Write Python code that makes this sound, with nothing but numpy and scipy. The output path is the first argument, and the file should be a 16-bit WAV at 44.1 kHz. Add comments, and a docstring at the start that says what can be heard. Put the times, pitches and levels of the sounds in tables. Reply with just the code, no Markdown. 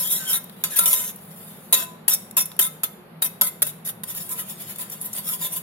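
"""A metal spoon beats eggs in an enamelled bowl held by one hand, heard close up in stereo.
Strikes, skids and whisking strokes are bursts of uneven force that ring a model of the bowl.
Single tones of the bowl sing out and bend; sparse random echoes are the kitchen's answer.
Underneath lie a low appliance hum and a soft room noise, both made of filtered noise."""
import sys
import numpy as np
from scipy import signal
from scipy.fft import rfft, irfft
from scipy.io import wavfile
from scipy.ndimage import uniform_filter1d

SR = 44100
rng = np.random.default_rng(int(sys.argv[2]) if len(sys.argv) > 2 else 0)


def store_wav(level_fs):
    """Save 16-bit WAV to argv[1]."""
    pcm = np.round(np.clip(np.atleast_2d(level_fs), -1, 1) * 32767)
    wavfile.write(sys.argv[1], SR, pcm.T.astype(np.int16))


N = 247842  # length of the scene in samples

WHISK_FROM_S, RESTING_DB = 4.035, -47  # the spoon lands; its faint rub between strokes


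def spoon():
    """Everything the spoon does: strikes, skids, strokes, singing tones and a faint resting rub."""
    out = np.zeros((2, N))
    for play, table in ((strike, STRIKES), (skid, SKIDS), (stroke, STROKES), (sing, SINGING)):
        for row in table:
            add(out, *play(*row))
    rest_length = N / SR - WHISK_FROM_S + LIFT_S
    add(out, *skid(WHISK_FROM_S, rest_length, RESTING_DB, RESTING_DB, -8.0, -7, step=.08, wet=True))
    return out


# Spoon strikes: (time [s], level before the energy boost [dB],
# middle ring relative to treble [dB], upper ring relative to treble [dB])
STRIKES = [(0.339, -14.5, -9.5, -16.5), (0.441, -23, -22.5, -22), (0.4961, -31, -3.5, -14.5),
           (0.638, -3, -11.5, -8), (0.76, -27, -19.5, -10), (0.7883, 3, -15.5, -10.5),
           (0.8572, 1, -15, -10), (0.9302, 3, -19, -15.5), (1.16, -23.5, -28.5, -23.5),
           (1.7259, 6.5, -19.5, -13.5), (1.734, -4.5, -7.5, -9.5), (1.738, -0.5, -14, -5.5),
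           (2.08, 3, -14.5, -14), (2.137, -2.5, -31.5, -12.5), (2.31, -23, -16.5, -13.5),
           (2.368, -1, -27, -11.5), (2.4557, -13, -25, -16), (2.517, -30.5, 0, -10),
           (2.5654, -29.5, -14, -16), (2.591, 3.5, -14, -16.5), (2.834, -3, -16.5, -12),
           (3.2211, -1, -15, -11.5), (3.412, 2, -12.5, -11), (3.62, 3, -15.5, -12),
           (3.667, -10, -16.5, -15.5), (4.0349, -13, -11, -13.5), (4.497, -23.5, -27, -4),
           (4.759, -23, -15, -14.5), (4.784, -17, -34.5, -18.5), (4.8988, -19.5, -20, -13.5),
           (5.013, -15, -30.5, -23), (5.1306, -14, -30, -8.5), (5.288, -12, -20, -21),
           (5.438, -19.5, -16, -9.5), (5.467, -19, -9.5, -11.5)]
TAP_ENERGY_DB = 11.5  # energy of a ring over its peak level
STRIKE_T60_S = 0.02236  # time to fade by 60 dB, for a firm strike
STRIKE_LOW_DB, STRIKE_THUMP_DB = -4.5, -10  # low ring and thump relative to the middle ring
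RATTLE_RISE_S = 0.00287  # the rattle after a click builds up


def strike(s, db, middle_db, upper_db):
    """One click with a short rattle; a damped strike also stops the clear tones early."""
    t = np.arange(600) / SR
    t60 = STRIKE_T60_S * np.interp(db, [-30, -5], [.45, 1])  # light ticks die sooner
    rise = np.minimum(t / RATTLE_RISE_S, 1)
    fade = gain_of(-11.5 - 60 * t / max(1.286 * t60, .001))
    force = rise * fade * grit(len(t), spread_db=4.5, lumpy_db=5.0)
    force[0] += 1  # the click itself
    force = force / np.linalg.norm(force)
    ranges_db = [middle_db + STRIKE_THUMP_DB, middle_db + STRIKE_LOW_DB, middle_db, upper_db, 0]
    sound = ring(force, ranges_db, t60, min(t60 / 0.019, .8), clear_db=-7.5)
    return s, gain_of(db + TAP_ENERGY_DB) * sound


def struck(s, within=.013):
    """Whether a strike falls at about this moment."""
    return np.min(abs(np.transpose(STRIKES)[0] - s)) < within


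# Spoon skids over the bottom: (time [s], length [s], level at start [dB], level at end [dB],
# middle ring relative to treble [dB], upper ring relative to treble [dB])
SKIDS = [(-0.03, 0.158, -20.5, -32.5, -17.5, -11.5), (0.095, 0.0346, -29.5, -13.5, -24.5, -12.5),
         (0.129, 0.0633, -24, -30.5, -17, -9), (0.196, 0.0784, -35, -36.5, -9, -5.5),
         (0.27, 0.0445, -33.5, -16.5, -18, -9), (0.32, 0.0587, -17.5, -26.5, -19.5, -13.5),
         (0.404, 0.221, -64.5, -47, -6.5, -13.5), (0.635, 0.0632, -24.5, -52.5, -7.5, -6),
         (0.701, 0.051, -33.5, -34, -11.5, -8), (0.753, 0.0937, -18, -25.5, -17, -18),
         (0.86, 0.0842, -19, -21, -19, -12), (0.933, 0.173, -23.5, -36.5, -15, -8.5),
         (1.122, 0.1, -47, -51.5, -13.5, -15), (1.205, 0.299, -49, -43.5, -13.5, -13.5),
         (1.5, 0.225, -47, -51.5, -11, -13), (1.728, 0.1115, -22.5, -30.5, -11.5, -10),
         (2.081, 0.0632, -20.5, -23.5, -16.5, -8), (2.364, 0.0594, -10, -33.5, -16, -11),
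         (2.594, 0.072, -17.5, -27.5, -16.5, -12), (2.83, 0.0466, -21.5, -57.5, -9.5, -13),
         (3.214, 0.0483, -25.5, -23.5, -16.5, -14), (3.411, 0.0691, -20.5, -26.5, -17.5, -16),
         (3.63, 0.0687, -33.5, -35, -15, -12.5), (3.85, 0.04976, -31.5, -24.5, -16, -14)]
EDGE_STRUCK_S, EDGE_SOFT_S = 0.01024, .019  # a skid sets in sharply after a strike, softly otherwise
LIFT_S = .022  # the spoon lifts off
LIGHT_DB = -39  # a lighter skid floats on the egg


def skid(s, length, start_db, end_db, middle_db, upper_db, step=.05, wet=False):
    """The spoon touches down, slides with changing pressure and lifts off."""
    edge = EDGE_STRUCK_S if struck(s) else EDGE_SOFT_S
    t = np.arange(round((length + edge / 2 + LIFT_S / 2) * SR)) / SR
    nearness = np.minimum(t / edge, (t[-1] - t) / LIFT_S)
    touch = np.sin(np.pi / 2 * np.clip(nearness, 0, 1)) ** 2
    press = gain_of(start_db + (end_db - start_db) * t / t[-1]) * touch
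    start = s - edge / 2 * (not struck(s))
    return start, rub(press, middle_db, upper_db, step, wet or start_db < LIGHT_DB)


# Fast whisking, the spoon staying on the bottom:
# (time of the middle [s], half width [s], level [dB], middle ring relative to treble [dB])
STROKES = [(4.103, 0.0296, -30.5, -15.5), (4.17, 0.02204, -27.5, -15), (4.215, 0.0253, -32.5, -21),
           (4.263, 0.016, -37, -24.5), (4.315, 0.0221, -24.5, -20), (4.391, 0.0304, -27.5, -13.5),
           (4.501, 0.0395, -35, -13), (4.61, 0.02855, -35.5, -13), (4.7, 0.0322, -33, -12.5),
           (4.81, 0.0284, -30.5, -12.5), (4.926, 0.0189, -32, -15), (5.021, 0.0148, -31, -20),
           (5.055, 0.012, -27.5, -20.5), (5.168, 0.0337, -28.5, -14), (5.285, 0.0391, -26, -15.5),
           (5.33, 0.0239, -23.5, -18), (5.44, 0.0392, -25.5, -15), (5.555, 0.0432, -27, -17)]
STROKE_END = 0.648  # a stroke ends quicker than it swells
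STROKE_UPPER_DB = -12.5  # upper ring relative to treble


def stroke(s, width, db, middle_db):
    """One swing of the whisking: a swell of rubbing that breaks off."""
    u = np.linspace(-2, 2, round(4 * width * SR))  # time in half widths
    swell = np.exp(-np.minimum(u, 0) ** 2 - np.maximum(u / STROKE_END, 0) ** 3)
    return s - 2 * width, rub(gain_of(db) * swell, middle_db, STROKE_UPPER_DB, step=.03, wet=True)


# On the foaming egg the crowd rings longer, and the clear tones are weaker and more detuned:
# (fade time of the crowd [s], share of the clear fade time [0-1],
# clear tones relative to the crowd [dB], detuning share [0-1])
WET_RING = (0.12, 1, -5.5, 0.2351)
WET_LUMPY_DB = 3  # the wet rub comes in stronger clumps
RUB_LOW_DB, RUB_THUMP_DB = -6.5, -11.5  # relative to the middle ring


def rub(press, middle_db, upper_db, step, wet=False):
    """Grit under the spoon's edge, which travels over spots that each ring in their own colour."""
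    force = press * grit(len(press), spread_db=3.5, lumpy_db=WET_LUMPY_DB if wet else 2.2)
    ranges_db = [middle_db + RUB_THUMP_DB, middle_db + RUB_LOW_DB, middle_db, upper_db, 0]
    spots = 2 + int(len(press) / SR // step)  # about one new spot per step seconds
    way = np.linspace(0, spots - 1, len(press))
    near = [np.cos(np.pi / 2 * np.clip(way - k, -1, 1)) for k in range(spots)]
    ringing = WET_RING if wet else (0.052, 0.77, -2.675, .03)  # same columns as WET_RING
    return sum(ring(force * share, ranges_db, *ringing) for share in near)


def grit(n, spread_db, lumpy_db):
    """Tiny collisions of uneven size that come in short clumps."""
    sizes = gain_of(spread_db * np.minimum(rng.exponential(1, n), 4.0)) * rng.standard_normal(n)
    clumps = uniform_filter1d(rng.standard_normal(n + 400), 130)[200:n + 200] * np.sqrt(130)
    force = sizes * gain_of(lumpy_db * clumps)
    return force / np.sqrt(np.mean(force ** 2))


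# One tone of the wall sings out alone, bent by the egg sliding over the wall:
# (time [s], length [s], first pitch [Hz], last pitch [Hz], level at start [dB])
SINGING = [(-0.02, 0.067, 984, 1000, -46), (0.182, 0.115, 1575, 1507, -46.5),
           (0.28, 0.103, 1293, 1372, -47.5), (0.297, 0.0985, 991.7, 1027, -50),
           (0.298, 0.0776, 1522, 1627, -48.5), (0.032, 0.107, 3230, 3344, -40.5),
           (0.09, 0.095, 5465, 5510, -44.5), (0.289, 0.072, 5360, 5350, -48.5),
           (0.068, 0.118, 3690, 3869, -42), (0.257, 0.0536, 3250, 3145, -34.5),
           (0.319, 0.0377, 3755, 3744, -31), (0.713, 0.0754, 1742, 1633, -43),
           (0.806, 0.0664, 991, 999, -35.5), (0.788, 0.129, 1362, 1322, -28.5),
           (0.753, 0.028, 3210, 3210, -39), (0.788, 0.068, 3747, 3762, -30.5),
           (0.79, 0.054, 2142, 2175, -38), (0.861, 0.0324, 2965, 3020, -29.5),
           (0.932, 0.097, 3765, 3673, -35), (0.931, 0.07, 2175, 2144, -41),
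           (0.933, 0.103, 1018, 1000, -35.5), (1.728, 0.227, 1020, 1000, -33),
           (1.722, 0.1, 1242, 1237, -43), (1.729, 0.0373, 3932, 3763, -16), (1.747, 0.117, 2650, 2649, -35),
           (1.718, 0.232, 692.3, 662, -46.5), (2.095, 0.04, 3600, 3751, -35),
           (2.096, 0.05, 5740, 5466, -33), (2.133, 0.0175, 7800, 7470, -46), (2.383, .03, 5347, 5605, -30),
           (2.371, 0.052, 3700, 3529, -30.5), (2.606, 0.05, 3750, 3575, -36),
           (2.371, 0.0514, 1019, 1000, -30.5), (2.369, 0.051, 1305, 1358, -32.5),
           (2.625, 0.055, 1301, 1306, -46.5), (2.833, 0.0507, 1304, 1259, -34.5),
           (3.221, 0.038, 1313, 1325, -40.5), (3.222, 0.038, 3847, 3660, -29),
           (3.41, 0.087, 1000, 1029, -39), (3.415, 0.0606, 1322, 1285, -30),
           (3.418, 0.032, 578.5, 588, -37.5), (3.627, 0.034, 612, 591, -41),
           (4.162, 0.0574, 1850, 1763, -55.5), (4.147, 0.051, 7074, 7010, -49.5),
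           (4.288, 0.058, 1039, 1003, -46), (4.302, 0.0395, 1313, 1303, -48),
           (4.372, 0.06, 1299, 1261, -50.5), (4.391, 0.051, 1000, 1000, -54),
           (4.808, 0.049, 982, 1000, -51), (5.029, 0.0468, 1000, 1000, -48.5),
           (5.255, 0.0506, 1229, 1283, -47.5), (5.304, 0.0423, 979.3, 1026, -42.5),
           (5.406, 0.0634, 1000, 1035, -46.5), (5.412, 0.0556, 3695, 3500, -39.5),
           (5.402, 0.0406, 7095, 7058, -39.5), (5.533, 0.047, 1000, 1000, -52.5)]
# most of a tone that grit may feed unevenly, 0-1; tones under ROUGH_FULL_HZ stay clearer
ROUGH_STRUCK, ROUGH_RUBBED, ROUGH_FULL_HZ = .6, .9, 3000
ROUGH_CYCLES = 11  # smoothing span of the unevenness, in cycles of the tone
SINK_STRUCK_DB, SINK_RUBBED_DB = -17.5, 2  # a struck tone sinks over its length, a rubbed one is fed


def sing(s, length, first_hz, last_hz, db, fade=0.0219):
    """A rough narrow tone that wavers in strength and pitch and then dies quickly."""
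    t = np.arange(round((length + 3 * fade) * SR)) / SR
    turns = np.cumsum(np.interp(t, [0, length], [first_hz, last_hz])) / SR + rng.random()
    span = round(ROUGH_CYCLES * SR / first_hz)
    noise = uniform_filter1d(rng.standard_normal((len(t), 2)).T, span)
    a, b = uniform_filter1d(noise, span // 2) * np.sqrt(span * 2 / 3)
    if struck(s):
        sink_db, rough, onset = SINK_STRUCK_DB, ROUGH_STRUCK, .0014
    else:
        sink_db, rough, onset = SINK_RUBBED_DB, ROUGH_RUBBED, EDGE_SOFT_S
    rough = rough * min(first_hz / ROUGH_FULL_HZ, 1)
    feed = np.sqrt(1 - rough ** 2) + rough * (a + 1j * b)
    level_db = db + np.interp(t, [0, length, t[-1]], [0, sink_db, sink_db - 41.0])
    modes, ears = np.array(BOWL), np.array([[.5], [-.5]])
    lead = np.interp(first_hz, modes[:, 0], modes[:, 3])
    wave = (feed * np.exp(1j * (2 * np.pi * turns + ears * lead))).real
    tone = np.sqrt(2) * wave * np.minimum(t / onset, 1)
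    return s, tone * gain_of(level_db + ears * read(LEAN, first_hz))


RING = 8192  # length of one tap in samples


def ring(force, ranges_db, crowd_t60, freedom, clear_db, shift=0.02009):
    """A force rings the bowl, each pitch range by its own amount."""
    spectrum = np.tensordot(gain_of(ranges_db), bowl(crowd_t60, freedom, clear_db, shift), 1)
    tap = irfft(spectrum)[:, :RING * 7 // 8]
    return signal.fftconvolve(force[None], tap, axes=1)


# Borders between thump, low, middle, upper and high ring (the treble): (pitch [Hz])
RANGES_HZ = [850, 1700, 5000, 8700]
# Loudness tilt between the ears: (pitch [Hz], left minus right [dB])
LEAN = [(300, -9.5), (700, 3.5), (1300, -1.5), (2200, 1), (3600, 5), (5000, -0.5), (9000, 2), (12000, -2),
        (13000, 4.5), (15500, 11.5)]


def bowl(crowd_t60, freedom, clear_db, shift):
    """Spectrum of one tap at one spot, split in five balanced ranges: ranges x ears x bins."""
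    hz = np.fft.rfftfreq(RING, 1 / SR)
    ears = np.array([[.5], [-.5]])
    region = np.digitize(hz, RANGES_HZ) == np.arange(len(RANGES_HZ) + 1)[:, None]
    soft = uniform_filter1d(region * 1., 30, axis=1)[:, None]  # soft borders

    def balanced(x):
        """Splits a spectrum in ranges of equal energy."""
        parts = x * soft
        return parts / np.sqrt(np.mean(abs(parts) ** 2, (1, 2), keepdims=True))

    crowd = balanced(crowded_modes(hz, crowd_t60))
    clear = balanced(clear_modes(hz, ears, freedom, shift))
    both = crowd + gain_of(clear_db) * clear
    return both * gain_of(ears * read(LEAN, hz)) * (hz > 150.)


# Crowd of close modes of bowl and spoon, before each range is balanced:
# (pitch [Hz], relative level [dB per Hz])
CROWD = [(150, -60), (250, -35.5), (420, -19.5), (667, -19.5), (899, -26), (999, -3), (1150, -30.5),
         (1320, -18.5), (2100, -23), (2350, -25), (3100, -19.5), (3650, -15), (4250, -32), (4600, -19.5),
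         (5060, -27), (5500, -10), (6300, -24.5), (7050, -2.5), (7700, -17.5), (8300, -7.5), (8930, -4.5),
         (11200, 6.5), (15400, -8), (16500, -8.5)]
# Likeness of the two ears: (pitch [Hz], likeness [-1 to 1])
SAME = [(60, 0.969), (180, 1), (550, 0.405), (1650, 0.047), (4970, -0.333), (15000, 0.31)]
PATCH_HZ, PATCH_DB = 250, 7  # each spot also colours the crowd in patches, up or down


def crowded_modes(hz, t60):
    """Modes too close to tell apart: fading noise, coloured anew for each spot."""
    t = np.arange(RING) / SR
    swell = np.minimum(t / 0.000646, 1)  # the bending waves need a moment to spread
    fade = gain_of(-60 * t / max(t60, .003))
    left, other = rfft(rng.standard_normal((2, RING)) * swell * fade)
    knots = np.arange(0, SR / 2 + PATCH_HZ, PATCH_HZ)
    patches_db = np.interp(hz, knots, rng.uniform(-PATCH_DB, PATCH_DB, len(knots)))
    return two_ears(left, other, hz) * gain_of(read(CROWD, hz) + patches_db)


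# Clear modes of the bowl, before damping, detuning and balancing:
# (pitch [Hz], relative level [dB], time to fade by 60 dB [s], phase lead of the left ear [rad])
BOWL = [(627.7, -2, 0.0197, -0.5), (1000, -4, 0.204, -2.19), (1271, 5, 0.129, 6.5), (1315.3, 7, 0.17, 4),
        (1508.3, 1.5, 0.27, 7), (1878.6, -7, 0.169, -2), (2109, -8, 0.32, 1.15), (2612, -7.5, 0.278, 1),
        (3076, -6.5, 0.029, 1.5), (3540, 0, 0.0795, 2), (3703.4, -1, 0.1015, 1), (3997, -3, 0.15, 2),
        (4572, 0, 0.095, 3.5), (5440, -9.5, 0.061, 3.5), (5872, -5, 0.11, 2), (6380, -8.5, 0.074, 2.5),
        (6670, -8.5, 0.029, 3), (7197, -2.5, 0.0384, 0.5), (7470, -13, 0.033, 3.5), (8078, -7, 0.039, 8.5),
        (8955, -10.5, 0.015, 1.5), (9503, -5.5, 0.092, 2.5), (11364, -15.5, 0.064, 1.5),
        (11706, 1.5, 0.0175, 1.5), (12270, -2.5, 0.086, 2.5), (12560, -3.5, 0.05, -2),
        (13890, -3, 0.0695, 4)]
PARTNERS, SPOT_DB = 2, 8  # each mode is a close pair; a spot favours some modes


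def clear_modes(hz, ears, freedom, shift):
    """Spectrum of the bowl's clear tones: each one is a resonance that loses energy steadily."""
    f, db, t60, lead = np.repeat(BOWL, PARTNERS, axis=0).T
    detune, twist = rng.standard_normal((len(f), 2)).T
    favour = rng.uniform(-1.5, 1, len(f))
    f = f * (1 + shift * detune * np.minimum(f / 4000, 1))  # the moving egg detunes higher modes most
    phase = ears * (lead + twist * np.minimum(f / 2000, 1))
    drive = gain_of(db + SPOT_DB * favour) * np.exp(1j * phase)
    loss = np.log(1000) / np.maximum(t60 * freedom, .003)
    return drive @ (1 / (loss[:, None] + 2j * np.pi * (hz - f[:, None])))


# How long the kitchen answers: (pitch [Hz], time to fade by 60 dB [s])
KITCHEN = [(500, 0.51), (2000, 0.604), (6000, 0.507), (15000, 0.409)]


def kitchen(x):
    """Sparse echoes of random sign, other ones for each ear."""
    taps = np.zeros((2, SR // 2))
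    jitter = rng.integers(0, 20, (2, (SR // 2 - 201) // 20))
    at = np.arange(200, SR // 2 - 20, 20) + jitter
    np.put_along_axis(taps, at, rng.choice([-1., 1.], at.shape), 1)
    tail = dying_noise(taps, lambda hz: read(KITCHEN, hz), size=256)
    return signal.fftconvolve(x, tail / np.linalg.norm(tail[0]), axes=1)[:, :N]


def dying_noise(seed, t60, size):
    """Shapes a noise so that each frequency decays at its own speed."""
    hz, t, z = signal.stft(seed, SR, nperseg=size)
    return signal.istft(z * gain_of(-60 * t / t60(hz)[:, None]), SR, nperseg=size)[1]


# Swells of the lowest hum band: (time [s], level [dB])
DRONE = [(0, -62), (1.2, -62), (3.1, -66), (3.5, -57), (4.7, -58.5), (5.2, -63.5)]
DRONE_HZ, DRONE_WIDTH_HZ = 112.4, 10


def drone():
    """Lowest band of the appliance hum: narrow noise that swells, the same in both ears."""
    t, hz = np.arange(N) / SR, np.fft.rfftfreq(N, 1 / SR)
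    band = np.exp(-((hz - DRONE_HZ) / DRONE_WIDTH_HZ) ** 2)
    hum = irfft(rfft(rng.standard_normal(N)) * band, N)
    return hum / hum.std() * gain_of(np.interp(t, *np.transpose(DRONE)))


# Colour of the room noise, before its total level is set: (pitch [Hz], relative level [dB per Hz])
AIR = [(25, -46), (55, -20), (82, -25), (135, -12.5), (185, 1), (240, -6.5), (300, -17.5), (430, -10),
       (700, -13.5), (1200, -17), (2200, -24), (4400, -33), (7000, -53.5), (12000, -28.5), (16000, -59.5)]
AIR_DB = -46.5  # total level of the room noise
# Wavering upper bands of the hum: (pitch [Hz], width [Hz], level [dB])
HUM = [(162.65, 18, -51), (195, 30, -58), (354.7, 12, -61.5)]


def background():
    """Steady room noise with the narrow bands of the hum, nearly alike in both ears in the bass."""
    hz = np.fft.rfftfreq(N, 1 / SR)
    a, b, c, d = rng.standard_normal((len(hz), 4)).T
    air = gain_of(read(AIR, hz)) ** 2
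    power = gain_of(AIR_DB) ** 2 * air / air.mean()
    for f, width, db in HUM:
        band = np.exp(-2 * ((hz - f) / width) ** 2)
        power = power + gain_of(db) ** 2 * band / band.mean()
    noise = two_ears(a + 1j * b, c + 1j * d, hz)
    return irfft(noise * np.sqrt(power * N / 2), N) + drone()


def two_ears(left, other, hz):
    """Mixes two independent noise spectra so that the ears are as alike as SAME says."""
    same = np.clip(read(SAME, hz), -1, 1)
    return np.array([left, same * left + np.sqrt(1 - same ** 2) * other])


def gain_of(db):
    """Decibels to a factor."""
    return 10 ** (np.asarray(db) / 20)


def read(points, hz):
    """Reads a table of values over pitch on a logarithmic frequency axis."""
    f, value = np.transpose(points)
    return np.interp(np.log(hz + 1), np.log(f + 1), value)


def add(mix, s, sound):
    """Mixes a sound in at time s; what lies before zero or past the end is dropped."""
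    at = round(s * SR)
    sound = sound[..., max(-at, 0):]
    part = mix[..., max(at, 0):][..., :sound.shape[-1]]
    part += sound[..., :part.shape[-1]]


def scene():
    """Spoon and bowl, their echoes, and the background."""
    near = spoon()
    return near + gain_of(-17.0) * kitchen(near) + background()


EDGE_HZ = 15900  # upper limit of the sound


def record(dry):
    """The loudest peaks are rounded off near full scale; then a steep filter limits the treble."""
    rounded = dry / (1 + (dry / 0.956) ** 4) ** (1 / 4)
    steep = signal.firwin(511, EDGE_HZ, window=("kaiser", 9), fs=SR)[None]
    return np.clip(signal.oaconvolve(rounded, steep, "same"), -1, 1)


dry = scene()
out = record(dry)
store_wav(out)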